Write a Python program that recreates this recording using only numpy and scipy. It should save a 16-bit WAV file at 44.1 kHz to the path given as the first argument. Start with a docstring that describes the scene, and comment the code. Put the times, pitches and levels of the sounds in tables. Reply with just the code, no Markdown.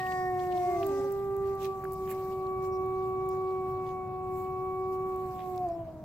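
"""Two wolves in a snowy wood

One howl sinks and breaks off as a second slides up into one long note. Each voice is a stack of
harmonics (whole multiples of its pitch) shaped by the throat, and the trees answer softly.
Close by, a jacket rustles and ticks, and snow crunches and twigs knock underfoot.
Behind it all are a low distant rumble, a faint tone, a thin hiss and a few bird chirps."""
import sys
import numpy as np
from scipy import signal
from scipy.fft import rfft, irfft, next_fast_len
from scipy.io import wavfile
from scipy.ndimage import uniform_filter1d, map_coordinates

SR = 44100
rng = np.random.default_rng(int(sys.argv[2]) if len(sys.argv) > 2 else 0)


def dump(signal):
    """Clip the signal to [-1, 1] and save it as 16-bit WAV at the path in sys.argv[1]."""
    limited = np.clip(np.atleast_2d(signal).T, -1, 1)
    pcm = np.round(limited * 32767).astype(np.int16)
    wavfile.write(sys.argv[1], SR, pcm)


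N = 266364

# A "colour" says how strong a noise is at each frequency. Levels are relative: gains follow later.
# colours of the far rumble, its deepest part and the hiss: f/Hz, level/dB
RUMBLE_COLOUR = [(30, -29), (60, -19), (85, -4), (120, 1), (160, -2.5), (220, -8), (320, -11.5), (500, -17),
                 (700, -16), (1100, -21.5), (1600, -33), (3000, -47), (6000, -61.5)]
DEEP_COLOUR = [(15, -14.5), (30, -7.5), (48, -4), (75, -0.5), (110, -6), (200, -57)]
HISS_COLOUR = [(500, -1), (2500, -2), (3200, -5.5), (4000, 2.5), (5500, -2.5), (7500, -8), (9500, -2),
               (13000, -0.5), (16000, 2)]
# how the rumble and the far tone rise and fall: t/s, level/dB
RUMBLE_DRIFT = [(0, -47.5), (2.6, -48), (3.8, -46.5), (4.2, -48), (5.3, -47.5), (6, -49)]
TONE_DRIFT = [(0, -64.5), (1, -73.5), (2, -70), (2.3, -61), (2.8, -63.5), (3.1, -76.5), (4.8, -70),
              (5.4, -67)]
# chirps of a far bird: t/s, level/dB, f/Hz
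BIRD_CHIRPS = [(2.745, -65, 5460), (3.32, -70.5, 5250), (5.729, -74, 5270), (5.81, -77.5, 3050),
               (5.889, -80.5, 3005)]
# snow giving way: t/s, level/dB, half-length/s, centre f/Hz
SNOW_CRUNCHES = [(0.007, -56, 0.0153, 2480), (0.065, -59, 0.0117, 2610), (0.123, -51.5, 0.0051, 2690),
                 (0.399, -59.5, 0.0069, 3220), (.525, -55, 0.0068, 2798), (0.567, -57, 0.0096, 3520),
                 (.831, -52, 0.0047, 1976), (1.62, -72, .02, 1690), (1.652, -51, 0.0047, 3240),
                 (2.094, -57.5, 0.0177, 1910), (2.116, -52.5, .005, 1990), (3.493, -72, 0.043, 3640),
                 (3.89, -68.5, 0.0269, 3018), (5.405, -59.5, .02, 2305), (5.579, -64.5, 0.0049, 4500),
                 (5.689, -65.5, 0.0029, 6020)]
# twigs knocking underfoot: t/s, level/dB, f/Hz
TWIG_KNOCKS = [(.070, -40, 2740), (0.83, -45.5, 2177), (1.653, -41.5, 3323), (1.839, -37, 1480),
               (1.8527, -33, 1492), (2.115, -42.5, 1806), (2.469, -51, 4100)]
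# colours of fabric rubbing, swishing and ticking: f/Hz, level/dB
RUB_COLOUR = [(700, -21), (1500, 6.5), (2500, 4.5), (3200, -2.5), (3900, 0), (5500, -1.5), (6600, -3.5),
              (7800, -2), (9500, -17), (14000, -25.5)]
SWISH_COLOUR = [(3000, -34), (6500, -9.5), (7700, -4), (9500, -10.5), (11300, -3.5), (12700, 3.5),
                (16000, -4.5)]
TICK_COLOUR = [(3000, -23.5), (6000, -12.5), (7800, -1.5), (10000, -5.5), (12700, 3), (16000, 5)]
# the jacket never quite rests: t/s, rubbing level/dB, swishing level/dB
JACKET_STIR = [(0, -75.5, -69), (1.15, -70.5, -69), (1.3, -75.5, -72.5), (2.3, -69, -67.5),
               (2.55, -77, -74.5), (3.6, -76, -75.5), (4.2, -81, -80.5), (4.27, -79, -74), (4.8, -78, -74),
               (5.55, -75.5, -71.5), (5.66, -78, -81), (6.04, -82, -84.5)]
# strokes of the sleeves: t/s, half-length/s, rubbing level/dB, swishing level/dB
SLEEVE_STROKES = [(0.102, 0.085, -62.5, -67), (0.435, 0.036, -67, -66), (0.801, 0.3, -66, -68.5),
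                  (1.485, .06, -70, -72.5), (1.638, .028, -58.5, -59), (2.111, 0.015, -61, -52.5),
                  (2.127, .14, -72.5, -66), (2.65, .022, -69, -66), (3.061, .06, -74, -74.5),
                  (3.335, .03, -70.5, -70.5), (3.701, .03, -79.5, -69), (3.883, 0.05, -73, -75),
                  (4.394, 0.046, -71.5, -64.5), (4.944, 0.019, -69.5, -67), (5.365, 0.22, -72, -70.5)]
# sharp ticks of stiff fabric: t/s, level/dB
FABRIC_TICKS = [(0.8669, -34), (1.1215, -38), (1.127, -44), (1.3661, -43.5), (1.5523, -46), (1.631, -40),
                (1.6548, -39), (1.843, -42.5), (1.922, -38), (1.9334, -39), (1.94, -41), (2.1043, -39.5),
                (2.1123, -35), (2.6276, -50), (2.8605, -50.5), (3.2898, -39), (5.161, -46.5), (5.5611, -45)]
# how long the echo of the trees takes to fade by 60 dB: f/Hz, fade time/s
ECHO_DECAY = [(200, 0.99), (700, 1.0), (2000, 1), (8000, 0.083)]
# paths over the snow to the two ears: f/Hz, phase by which the left leads/radians
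SNOW_PATHS = [(370, 0.14), (750, 0.037), (1130, 0.91), (2200, 1)]
# harmonics lean to one side as the listener moves: t/s, left minus right/dB for harmonics 1, 2, 3
HARMONIC_SWAY = [(0, 2, -2, 4), (.5, -1, .5, 2.5), (.95, 0, 0.5, 5), (1.2, 0.5, -7, 6), (1.7, -.5, -2, 4),
                 (2.25, -3.5, 0, 0), (3.3, 0, -1, 1), (4.05, 2.5, -4, -1), (5.15, 0.5, -2, -1),
                 (5.42, -6, -1.5, -1), (5.65, .5, -.5, 2)]
# hoarse edge of the first howl as it cracks and ends: t/s, level/dB
HOARSE_LEVEL = [(0, -74.5), (.35, -69.5), (.5, -68.5), (.62, -59), (.8, -59.5), (1.0, -59.5), (1.07, -67),
                (1.16, -90)]
# colour of that hoarse edge: f/Hz, level/dB
HOARSE_COLOUR = [(1200, -20), (2100, 4), (3100, -4), (3900, -2.5), (5000, -1), (5700, 3.5), (6700, -1),
                 (7800, -2.5), (9500, -8.5), (14000, -20.5)]
# the course of each howl: t/s, pitch f/Hz, effort level/dB, upper harmonics' level/dB
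FIRST_MELODY = [(0, 372.4, -35.5, -44.5), (.2, 369, -32, -43.5), (.3, 366.7, -32, -47.5),
                (.5, 364.1, -31, -49), (.7, 357.5, -30, -49), (.81, 342.5, -33, -61),
                (.88, 324.8, -42, -84), (.9, 281.7, -39.5, -75), (1.07, 272, -39.5, -86),
                (1.13, 268, -72, -105)]
SECOND_MELODY = [(.47, 237.5, -68, -100), (.55, 328.8, -44, -87), (.62, 365.4, -42, -76.5),
                 (.7, 376.5, -34.5, -70), (.88, 392.2, -30, -77), (1.1, 395.6, -32.5, -85),
                 (1.5, 391.9, -31.5, -84.5), (1.87, 379.6, -34.5, -76.5), (2.65, 376.6, -31.5, -63),
                 (3.5, 375.9, -31.5, -64.5), (4.08, 372.3, -33.5, -63), (5.02, 375.7, -31.5, -65),
                 (5.22, 373.5, -33, -73.5), (5.52, 367.2, -36.5, -69), (5.648, 362, -30.5, -67.5),
                 (5.68, 340.4, -34.5, -87), (5.8, 335, -39.5, -95.5), (5.92, 318.3, -44.5, -95),
                 (6.04, 312.6, -50.5, -95)]
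# as the pitch sinks, harmonic 2 meets a throat resonance and takes over:
# pitch f/Hz, level/dB added to the effort for harmonics 1, 2, 3
FIRST_BALANCE = [(281.5, -5, -11, -12.5), (338.4, -5, 0, -30), (360, -6.5, 0, -25.5),
                 (364.4, -1.5, -1, -17), (371.2, -5.5, -0.5, -8.5)]
SECOND_BALANCE = [(309, -6, -3, -16.5), (362, -10.5, 1, -24), (366.3, -1.5, -3, -14),
                  (374.6, -1, -11.5, -8), (395.5, 0.5, -16, -14.5)]
# how each throat shapes the upper harmonics: f/Hz, level/dB
FIRST_THROAT_SHAPE = [(1100, -10), (1470, -16), (1700, -16), (1790, -14.5), (1860, 7), (2110, 0.5),
                      (2180, -9.5), (2260, -23.5), (2700, -56), (3700, -32), (4200, -42), (4700, -23.5),
                      (5100, -39), (5550, -27.5), (6700, -43), (7700, -34), (9000, -34)]
SECOND_THROAT_SHAPE = [(1500, -14), (1880, -22.5), (2260, 0.5), (2640, -16.5), (3000, -35)]
# the second wolf's open muzzle lifts harmonics 4 and 5 early in the note: t/s, level/dB
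MUZZLE_LIFT = [(.6, 2), (.95, 37), (1.2, 34), (1.55, 33.5), (1.8, 7.5), (2.4, -2.5)]
# the second howl's lowest harmonic swells and fades: t/s, level change/dB, half-length/s
LOW_FADES = [(.78, -7, .03), (1.578, -5, 0.024), (1.655, 2.5, 0.024), (1.739, -13.5, 0.02),
             (1.815, -15, 0.0166), (1.962, -7.5, .025), (4.079, -3.5, .12), (4.55, -1.5, .08),
             (5.403, -10.5, 0.049), (5.881, -12, 0.019)]

TIME = np.arange(N) / SR


def amp(db):
    """Turn decibels into a gain."""
    return 10 ** (np.asarray(db) / 20)


def unit(x):
    """Scale to an average strength (rms) of 1."""
    return x / np.sqrt(np.mean(x ** 2) + 1e-20)


def along(points, hz):
    """Read between (f/Hz, value) points on a logarithmic frequency axis."""
    f, values = np.transpose(points)
    return np.interp(np.log(hz + 1), np.log(f + 1), values)


def curves(rows):
    """One value per sample for each column after the time."""
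    times, *columns = np.transpose(rows)
    return [np.interp(TIME, times, column) for column in columns]


def wobble(rate):
    """A smooth curve through `rate` random values a second."""
    return map_coordinates(rng.standard_normal(int(N * rate / SR) + 4), [np.arange(N) * rate / SR])


def swell(s, half_length):
    """A smooth rise and fall around time s, with a top of 1."""
    return np.exp(-.5 * ((TIME - s) / half_length) ** 2)


def strike(s, decay_s, rise_s):
    """A sudden rise to 1 at time s, then a fall of 60 dB every decay_s."""
    t = TIME - s
    return np.exp(np.maximum(np.minimum(t / rise_s, -np.log(1000) * t / decay_s), -30))


def filtered(x, response):
    """Multiply each frequency in x by response(hz)."""
    size = next_fast_len(N + SR // 2)
    return irfft(rfft(x, size) * response(np.fft.rfftfreq(size, 1 / SR)), size)[..., :N]


def pan(left_db):
    """Left and right gains; a negative left_db moves a sound to the right."""
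    return amp(np.array([[left_db], [-left_db]]) / 2)


def noise(colour, side_db):
    """Coloured stereo noise; a higher side_db makes it wider."""
    mid, side = filtered(rng.standard_normal((2, N)), lambda hz: amp(along(colour, hz)))
    return unit(np.array([mid + amp(side_db) * side, mid - amp(side_db) * side]))


def patchy(x, depth_db):
    """Random louder and softer patches, about 1 kHz wide and a twentieth of a second long."""
    spectra = signal.stft(x, nperseg=256)[2]
    patches = uniform_filter1d(rng.standard_normal(spectra.shape[1:]), size=6, axis=0)
    patches = uniform_filter1d(patches, size=18, axis=1)
    return unit(signal.istft(spectra * amp(depth_db * unit(patches)), nperseg=256)[1][:, :N])


def burst(s, half_length, centre_hz, octaves, grain_db):
    """A short swell of grainy stereo noise around time s and one frequency."""
    count = 16384
    t = (np.arange(count) - count // 2) / SR
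    grains = rng.standard_normal((3, count)) * amp(grain_db * rng.standard_normal(count))
    band = np.exp(-.5 * (np.log2((np.fft.rfftfreq(count, 1 / SR) + 1) / centre_hz) / octaves) ** 2)
    grit = unit(irfft(rfft(grains[0] + .5 * grains[1:]) * band))
    padded = np.zeros((2, N + 2 * count))
    padded[:, max(round(s * SR), 0):][:, :count] = grit * np.exp(-.5 * (t / half_length) ** 2)
    return padded[:, count // 2:][:, :N]


def background():
    """A far rumble, nearly alike in both ears, a tone that drifts in and out, and a thin even hiss."""
    rumble = amp(curves(RUMBLE_DRIFT)[0] + 0.69) * noise(RUMBLE_COLOUR, side_db=-14.5)
    deep = amp(-53.5) * noise(DEEP_COLOUR, side_db=-25.5)
    tone_phase = 2 * np.pi * 594 * TIME + 0.39 * wobble(5)
    tone = np.sqrt(2) * amp(curves(TONE_DRIFT)[0]) * np.sin(tone_phase)
    hiss = amp(-76) * noise(HISS_COLOUR, side_db=0)
    return rumble + deep + tone + hiss


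def bird():
    """Thin chirps blurred by distance."""
    return pan(-2) * sum(amp(db) * burst(s, .022, hz, octaves=0.1, grain_db=4.5)
                         for s, db, hz in BIRD_CHIRPS)


def snow():
    """Packed snow crunches under shifting boots: each swell breaks into small fractures."""
    fractures = unit(amp(5.5 * wobble(650)))
    swells = sum(amp(db) * burst(s, half_length, hz, octaves=0.57, grain_db=3)
                 for s, db, half_length, hz in SNOW_CRUNCHES)
    return pan(-9.5) * fractures * swells


def twigs():
    """Dry wood rings for a few cycles when it is knocked."""
    knocks = sum(amp(db) * strike(s, decay_s=.0061, rise_s=.00032) * np.sin(2 * np.pi * hz * (TIME - s))
                 for s, db, hz in TWIG_KNOCKS)
    return pan(-5.5) * knocks


def jacket():
    """Fabric rubs and swishes in fine grains on the right: sleeve strokes over a faint stirring."""
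    rub_power, swish_power = amp(curves(JACKET_STIR)) ** 2
    for s, half_length, rub_db, swish_db in SLEEVE_STROKES:
        stroke = swell(s, half_length)
        rub_power += (amp(rub_db) * stroke) ** 2
        swish_power += (amp(swish_db) * stroke) ** 2
    rub_grains = patchy(noise(RUB_COLOUR, side_db=0.5) * amp(1.6 * wobble(600)), depth_db=3)
    swish_grains = patchy(noise(SWISH_COLOUR, side_db=-2) * amp(2.2 * wobble(900)), depth_db=2.7)
    rub = amp(6.5) * np.sqrt(rub_power) * rub_grains
    swish = amp(1.55) * np.sqrt(swish_power) * swish_grains
    return rub * pan(-1.4) + swish * pan(-10.5)


def ticks():
    """Stiff fabric gives bright snaps that die at once."""
    force = sum(amp(db) * strike(s, decay_s=.013, rise_s=.0005) for s, db in FABRIC_TICKS)
    return amp(-3) * force * noise(TICK_COLOUR, side_db=-4.5) * pan(-11.5)


def trees(voices):
    """Trunks scatter the voices into a thin echo whose treble dies first."""
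    hz, t, spectra = signal.stft(rng.standard_normal((2, SR)), SR, nperseg=256)
    decay = amp(-60 * t / along(ECHO_DECAY, hz)[:, None])
    mid, side = signal.istft(spectra * decay, SR, nperseg=256)[1]
    tail = np.array([mid + 0.36 * side, mid - 0.88 * side])
    return signal.fftconvolve(voices, tail / np.linalg.norm(tail[0]), axes=1)[:, :N]


def placed(voice, extra_lead):
    """A voice reaches the left ear first; extra_lead (radians) moves it further left."""
    return filtered(voice, lambda hz: np.exp(1j * np.outer([.5, -.5], along(SNOW_PATHS, hz) + extra_lead)))


def rasp():
    """Swirling air in the first wolf's throat, puffed out once a cycle."""
    phase = 2 * np.pi * np.cumsum(curves(FIRST_MELODY)[0]) / SR
    breath = patchy(noise(HOARSE_COLOUR, side_db=-0.5), depth_db=3.5)
    puffs = (1 + 0.46 * np.cos(phase)) * breath
    return amp(curves(HOARSE_LEVEL)[0]) * unit(puffs)


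def howl(melody, balance, throat, pitch_shake, shake_db, harmonics, muzzle_db=0, fade_db=0):
    """Three strong harmonics, balanced by the pitch, and fainter ones above, shaped by the throat."""
    mouth_lead_s = .07  # on a rising note the mouth opens ahead of the pitch
    # below low_pitch_hz the howl flutters, as if beating against its own echo
    low_pitch_hz, flutter_range_hz, flutter_db = 351, 20, 3
    pitch, effort_db, upper_db = curves(melody)
    sway_db = curves(HARMONIC_SWAY)
    pitch = uniform_filter1d(pitch, size=800)
    mouth_hz = np.maximum(pitch, np.interp(TIME + mouth_lead_s, TIME, pitch))
    waver_db = shake_db + flutter_db * np.clip((low_pitch_hz - pitch) / flutter_range_hz, 0, 1)
    pitch = pitch * (1 + pitch_shake * (wobble(22) + wobble(110)))
    phase = 2 * np.pi * np.cumsum(pitch) / SR
    voice = np.zeros((2, N))
    for k in range(1, harmonics + 1):
        if k <= 3:
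            db = effort_db + along(np.asarray(balance)[:, [0, k]], mouth_hz)
            db = db + waver_db * wobble(55) + 0.37 * wobble(12)
            db = db + np.outer([.5, -.5], sway_db[k - 1])
        else:
            db = upper_db + along(throat, k * pitch) + .2 * k * wobble(9)  # higher ones waver more
        if k == 1:
            db = db + fade_db
        if k in (4, 5):
            db = db + muzzle_db
        voice += np.sqrt(2) * amp(db) * np.cos(k * phase)
    sounding = (TIME >= melody[0][0]) & (TIME <= melody[-1][0])
    return voice * uniform_filter1d(1.0 * sounding, size=400)


def wolves():
    """Two howls overlap; the first, hoarse wolf stands a little to the left of the second."""
    fade_db = sum(db * swell(s, half_length) for s, db, half_length in LOW_FADES)
    first = howl(FIRST_MELODY, FIRST_BALANCE, FIRST_THROAT_SHAPE,
                 pitch_shake=.00059, shake_db=0.2, harmonics=23)
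    second = howl(SECOND_MELODY, SECOND_BALANCE, SECOND_THROAT_SHAPE,
                  pitch_shake=.0009, shake_db=0.32, harmonics=7,
                  muzzle_db=curves(MUZZLE_LIFT)[0], fade_db=fade_db)
    return placed(first, extra_lead=0.38) + rasp() + placed(second, extra_lead=0)


def scene():
    """Howls among the trees, with the small near sounds in front."""
    voices = wolves()
    echo = amp(-19) * trees(voices)
    return voices + echo + jacket() + ticks() + twigs() + snow() + bird() + background()


def record(dry):
    """Cut away the very highest treble."""
    return filtered(dry, lambda hz: hz < 15900)


dry = scene()
out = record(dry)
dump(out)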